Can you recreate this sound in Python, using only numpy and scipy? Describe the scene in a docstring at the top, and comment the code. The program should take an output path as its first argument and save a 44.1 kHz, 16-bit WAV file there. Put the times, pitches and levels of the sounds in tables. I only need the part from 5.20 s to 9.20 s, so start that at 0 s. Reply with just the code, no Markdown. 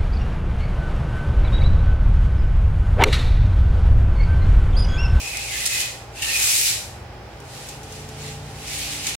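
"""Two plastic exercise sliders scrape over the concrete floor of a garage: pushed out, pulled back fast,
creeping under the heels, then pushed out again. Grit hisses and cracks under them, rubbing makes the
discs ring, and the hard walls echo it all. Behind are a low rumble, a machine's hum and whine,
and a far engine that picks up speed."""
import sys
import numpy as np
from scipy import signal
from scipy.io import wavfile

SR = 44100
rng = np.random.default_rng(int(sys.argv[2]) if len(sys.argv) > 2 else 0)


def to_wav(sig):
    """Store sig (one row per channel, or 1-D mono) as 16-bit WAV at the path in sys.argv[1].

    Samples outside -1..1 are clipped; the rate is SR.
    """
    pcm = np.clip(np.atleast_2d(sig), -1, 1) * 32767
    pcm = np.round(pcm).astype(np.int16)
    wavfile.write(sys.argv[1], SR, pcm.T)  # frames by channels


N = 176400
TIME = np.arange(N) / SR

# How alike left and right are, for sliders and background: (frequency [Hz], likeness [1 = the same])
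SLIDER_LIKENESS = [(500, 0.9), (1500, 0.65), (2700, 0.31), (5000, -0.13), (8000, -0.16), (15000, -0.12)]
ROOM_LIKENESS = [(30, 0.99), (120, .98), (350, 0.8), (700, 0.82), (1400, 0.33), (3000, 0.17), (12000, .1)]
# Which side is louder: (frequency [Hz], left minus right [dB])
SLIDER_PAN = [(1000, -1), (2700, -3), (5000, 0.5), (8000, 0), (14000, 2.3)]
ROOM_PAN = [(120, 0), (250, 1.5), (600, -1.2), (1400, -1), (4000, -2.5), (12000, -1)]


def sliding_effort():
    """How hard the sliders rub, as a level in dB: four moves with a slight judder."""
    # Each move: (time [s], level [dB])
    push_out = [(0, -35), (.25, -36), (.34, -31.5), (.45, -30.5), (.51, -27.5), (.6, -27.5), (.64, -31.5),
                (.69, -38.5), (.78, -55), (.9, -66)]
    pull_back = [(.945, -52), (.962, -42), (1.014, -36.5), (1.025, -29.5), (1.13, -27.5), (1.2, -24),
                 (1.26, -20.5), (1.32, -22), (1.5, -20.5), (1.58, -43.5), (1.7, -59), (1.82, -65.5)]
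    creep = [(2.19, -59), (2.291, -49.5), (2.35, -44.5), (2.43, -43.5), (2.52, -44.5), (2.579, -54.5),
             (2.69, -49), (2.76, -45), (2.86, -49.5), (2.95, -49.5), (3.01, -41.5), (3.08, -41),
             (3.2, -53.5), (3.32, -48)]
    push_again = [(3.32, -49), (3.41, -43.5), (3.52, -33.5), (3.63, -33.5), (3.73, -34.5), (3.82, -37),
                  (3.89, -29.5), (3.95, -38.5)]
    effort_db, = in_time(push_out + pull_back + creep + push_again)
    judder_db = 0.46 * drift(rate_hz=30)
    return effort_db + judder_db


def scrape(effort_db):
    """The hiss of plastic on concrete grows louder and brighter with effort."""
    # Tone of the hiss: (frequency [Hz], relative level [dB])
    hiss_tone = [(500, -31), (1000, -17.5), (1500, -11.5), (2100, -3), (2700, 0.5), (3300, -2),
                 (4200, -0.5), (5400, -1.5), (7400, -0.5), (9500, -4), (12000, -9), (14000, -13.5),
                 (16000, -18.5)]
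    # Lean towards the treble: (time [s], slope [dB per octave])
    treble_tilt = [(0, 0.3), (.65, -0.5), (1.05, -0.9), (1.4, 2), (1.7, -3), (2.4, 0.1), (3.1, -0.7),
                   (3.6, -0.2), (3.9, -1.5)]
    usual_effort_db = -35.5
    slope = in_time(treble_tilt)[0] + .13 * np.maximum(effort_db - usual_effort_db, -6)
    out = 0
    for hz, band in bands(grit(), hiss_tone, low_hz=496):
        flicker_db = 0.93 * drift(rate_hz=13)
        gain = from_db(slope * np.log2(hz / 6000) + flicker_db)
        out += gain * stereo(band, hz, SLIDER_LIKENESS, SLIDER_PAN)
    return out * from_db(effort_db + 3)


def grit(grains_per_s=5000, grain_share=0.48):
    """Tiny collisions of uneven size over smooth rubbing noise."""
    shape = (2, 2, N)
    sizes = from_db(np.minimum(rng.exponential(1, N), 5))
    hits = rng.random(N) < grains_per_s / SR
    grains = unit_power(hits * sizes * rng.standard_normal(shape))
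    return np.sqrt(grain_share) * grains + np.sqrt(1 - grain_share) * rng.standard_normal(shape)


def disc_rings(effort_db, fade_s=0.017):
    """Rubbing makes the discs ring; the pitch glides as the heels press on them."""
    # (start [s], end [s], first pitch [Hz], last pitch [Hz], width [Hz], level added to effort [dB])
    rings = [(0, .27, 2513, 2486, 190, 0.5), (0.146, .19, 2133, 2130, 120, -3),
             (0.287, 0.359, 2230, 2002, 150, -4.5), (.335, 0.37, 1750, 1743, 110, -9),
             (.4, .82, 1976, 2016, 150, -8), (.38, .84, 2523, 2536, 140, -7),
             (0.953, 1.023, 2610, 2740, 280, -2.5), (1.024, 1.047, 2830, 2800, 280, 0),
             (1.08, 1.17, 2626, 2518, 170, -3), (1.2, 1.32, 2518, 2432, 170, -9),
             (1.01, 1.12, 1832, 1817, 90, -10), (1.17, 1.288, 1402, 1348, 600, -20),
             (1.193, 1.621, 2353, 2140, 550, -15), (3.451, 3.95, 2342, 2218, 299.8, -12.5)]
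    out = 0
    for start, end, first_hz, last_hz, width_hz, db in rings:
        fade = np.clip(np.minimum(TIME - start, end - TIME) / fade_s + 1, 0, 1)
        steady = ringing_noise(first_hz, width_hz)
        # Reading the steady ring faster or slower bends its pitch.
        speed = np.interp(TIME, [start, end], [1, last_hz / first_hz])
        clock = np.cumsum(speed) / SR
        ring = [np.interp(clock % TIME[-1], TIME, side) for side in steady]
        out += fade * from_db(db) * stereo(ring, first_hz, SLIDER_LIKENESS, SLIDER_PAN)
    return out * from_db(effort_db)


def cracks():
    """Larger grains break under a rim in short, sharp bursts."""
    # (time [s], relative level [dB], decay time [s])
    breaks = [(0.17, -26, 0.0057), (.4369, -27, .002), (0.4564, -16.5, 0.002), (.4617, -8.5, 0.00069),
              (.464, -15, 0.0024), (0.47, -22, 0.0063), (0.473, -20, 0.0022), (0.477, -17, .001),
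              (.6035, -20, 0.0046), (.6125, -23, 0.0065), (1.0217, -26.5, 0.0067), (2.2014, -44.5, .006),
              (2.4867, -33.5, 0.01), (2.631, -42.5, 0.014), (2.7217, -41, .012), (2.889, -39, .006),
              (3.8427, -31, .004), (3.8673, -24.5, 0.012), (3.8925, -30, .002)]
    # Tone of a crack: (frequency [Hz], relative level [dB])
    crack_tone = [(600, -33), (1500, -16), (2600, -2), (4000, -0.5), (7000, 4), (11000, -2.5),
                  (15500, -16.5)]
    loudness = 0
    for start, db, decay_s in breaks:
        dying_away = np.exp(-np.clip((TIME - start) / decay_s, 0, 20))
        loudness += from_db(db + 3) * (TIME >= start) * dying_away
    bursts = loudness * rng.standard_normal((2, 2, N)) + 1e-18
    return sum(stereo(band, hz, SLIDER_LIKENESS, SLIDER_PAN)
               for hz, band in bands(bursts, crack_tone, low_hz=562))


def garage_echo(sound, echo_s=0.52, echo_db=-6, dull_above_hz=11000):
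    """Hard walls return a blurred, slightly dull echo that falls 60 dB in echo_s."""
    tail = rng.standard_normal((2, N)) * from_db(-60 * TIME / echo_s) * (TIME > .004)
    tail = signal.sosfilt(signal.butter(1, dull_above_hz, fs=SR, output="sos"), tail)
    tail = unit_power(tail) / np.sqrt(N)
    return from_db(echo_db) * signal.fftconvolve(sound, tail, axes=1)[:, :N]


def far_engine():
    """A far engine gathers speed and holds it; its tones waver and swell in turn."""
    # (time [s], firing rate [Hz], level [dB])
    run = [(0, 98, -61), (1.2, 104.3, -52), (1.82, 116.3, -42), (2.1, 130, -47.5), (2.45, 144, -45.5),
           (3.05, 146.4, -37.5), (3.55, 147.7, -43.5), (3.95, 147.2, -42.5)]
    # (multiple of the firing rate, relative level [dB])
    tones = [(.62, -3.5), (.81, -6.5), (1, -0.5), (1.39, -10.5), (1.63, -9.5), (2, -13), (3, -12.5),
             (4.4, -26)]
    # (peak time [s], half-length [s], multiple of the firing rate, extra level [dB])
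    swells = [(1.85, 0.34, 3, 6), (1.85, .2, .62, 4.5), (2.9, 0.45, 3, 7.5), (2.6, .12, 2, 7),
              (3.7, 0.18, 2, 12)]
    firing_hz, run_db = in_time(run)
    out = 0
    for multiple, tone_db in tones:
        swell_db = sum(extra_db * np.exp(-((TIME - peak) / half_length) ** 2)
                       for peak, half_length, near, extra_db in swells if abs(near - multiple) < .25)
        hz = multiple * firing_hz * (1 + .007 * drift(rate_hz=11.9))
        waver_db = 1.5 * drift(rate_hz=4.9)
        out += sine(hz) * from_db(run_db + tone_db + swell_db + waver_db)
    return out


def machine():
    """A machine hums and whines, wavering a little, with whirring air."""
    # Hum and whine: (pitch [Hz], level [dB])
    tones = [(58.6, -47.5), (118.5, -50.5), (802.5, -54)]
    # Ringing air: (pitch [Hz], width [Hz], level [dB])
    whirrs = [(814, 76, -50.5), (3210, 400, -64.5), (5200, 540, -61.5)]
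    out = 0
    for hz, db in tones:
        tone = np.sqrt(2) * sine(hz + .8 * drift(rate_hz=1.94))
        out += tone * from_db(db + 1.5 * drift(rate_hz=2.9))
    for hz, width_hz, db in whirrs:
        air = ringing_noise(hz, width_hz)
        out = out + from_db(db) * stereo(air, hz, ROOM_LIKENESS, ROOM_PAN)
    return out


def rumble(level_db=-40.5):
    """The steady, low noise of the garage."""
    # (frequency [Hz], relative level [dB])
    rumble_tone = [(22, -26), (30, -18), (39, -7), (52, -0.5), (68, -3), (88, 0), (120, -1), (170, -10.5),
                   (260, -10.5), (420, -7), (650, -8), (1000, -13.5), (1600, -14.5), (2600, -19),
                   (4000, -28), (5200, -23), (7000, -50), (15000, -39)]
    noise = rng.standard_normal((2, 2, N))
    return from_db(level_db) * sum(stereo(band, hz, ROOM_LIKENESS, ROOM_PAN)
                                   for hz, band in bands(noise, rumble_tone, low_hz=20.3))


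def from_db(db):
    """Turn decibels into a factor to multiply by."""
    return 10 ** (np.asarray(db) / 20)


def unit_power(x):
    """Scale a signal to an average power of 1."""
    return x / np.sqrt(np.mean(x ** 2) + 1e-20)


def in_time(rows):
    """Join a table's timed points with lines: one curve for each column after the time."""
    times, *columns = np.transpose(rows)
    return [np.interp(TIME, times, column) for column in columns]


def at_hz(rows, hz):
    """Look up a table at one frequency, with octaves evenly spaced."""
    frequencies, values = np.transpose(rows)
    return np.interp(np.log(hz), np.log(frequencies), values)


def sine(hz):
    """A pure tone that follows a changing pitch."""
    return np.sin(2 * np.pi * np.cumsum(hz) / SR)


def drift(rate_hz):
    """A smooth random wander of typical size 1."""
    step, warm_up = 40, 2000
    r = np.exp(-2 * np.pi * step * rate_hz / SR)
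    noise = rng.standard_normal(N // step + warm_up + 2)
    slow = signal.lfilter([1], [1, -2 * r, r * r], noise)[warm_up:]
    return np.interp(np.arange(N) / step, np.arange(len(slow)), unit_power(slow))


def ringing_noise(hz, width_hz):
    """Two noises, each filtered twice so that it rings around one pitch."""
    r = np.exp(-np.pi * width_hz * np.sqrt(2) / SR)
    resonance = [1 - r, 0, r - 1, 1, -2 * r * np.cos(2 * np.pi * hz / SR), r * r]
    return unit_power(signal.sosfilt([resonance, resonance], rng.standard_normal((2, N))))


def stereo(pair, hz, likeness_table, pan_table):
    """Mix two unrelated signals into left and right, as the tables say for this frequency."""
    likeness, pan_db = at_hz(likeness_table, hz), at_hz(pan_table, hz)
    sides = np.array([[1], [-1]])
    shared = np.sqrt((1 + likeness) / 2) * pair[0]
    opposite = np.sqrt((1 - likeness) / 2) * pair[1] * sides
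    return (shared + opposite) * from_db(sides * pan_db / 2)


def bands(noise_pairs, tone, low_hz):
    """Cut two noise pairs, in turn, into third-octave bands shaped by tone; yield (Hz, pair)."""
    edges = np.geomspace(low_hz, 17000, int(3 * np.log2(17000 / low_hz)))
    centres = np.sqrt(edges[1:] * edges[:-1])
    gains = from_db(at_hz(tone, centres))
    gains /= np.sqrt(np.sum(gains ** 2 * np.diff(edges)) * 2 / SR)  # keep the total power
    for k, hz in enumerate(centres):
        band_filter = signal.butter(2, edges[k:k + 2], "band", fs=SR, output="sos")
        yield hz, gains[k] * signal.sosfilt(band_filter, noise_pairs[k % 2])


def scene():
    """The sliders and their echo, over the background."""
    effort_db = sliding_effort()
    sliders = scrape(effort_db) + disc_rings(effort_db) + cracks()
    left, right = rumble() + machine() + far_engine()
    lag_s = .00005  # the background reaches the left microphone first
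    background = np.array([left, np.interp(TIME - lag_s, TIME, right)])
    return sliders + garage_echo(sliders) + background


def record(dry, limit_db=-7, recovery_db_per_s=71, end_s=3.952, top_hz=15850):
    """A limiter dips the level after sharp peaks; the top treble is cut and the sound stops at end_s."""
    peak_db = 20 * np.log10(np.abs(dry).max(axis=0) + 1e-9)
    over_db = np.maximum(peak_db - limit_db, 0)
    recovery_db = recovery_db_per_s * TIME
    dip_db = np.maximum.accumulate(over_db + recovery_db) - recovery_db
    dip_db = signal.sosfilt(signal.butter(1, 25, fs=SR, output="sos"), dip_db)  # soften the dips
    limited = np.clip(dry * from_db(-dip_db), -1, 1)
    fade_out = np.clip((end_s - TIME) / 0.0027 + 1, 0, 1)
    return signal.sosfilt(signal.ellip(12, .1, 80, top_hz, fs=SR, output="sos"), limited * fade_out)


dry = scene()
out = record(dry)
to_wav(out)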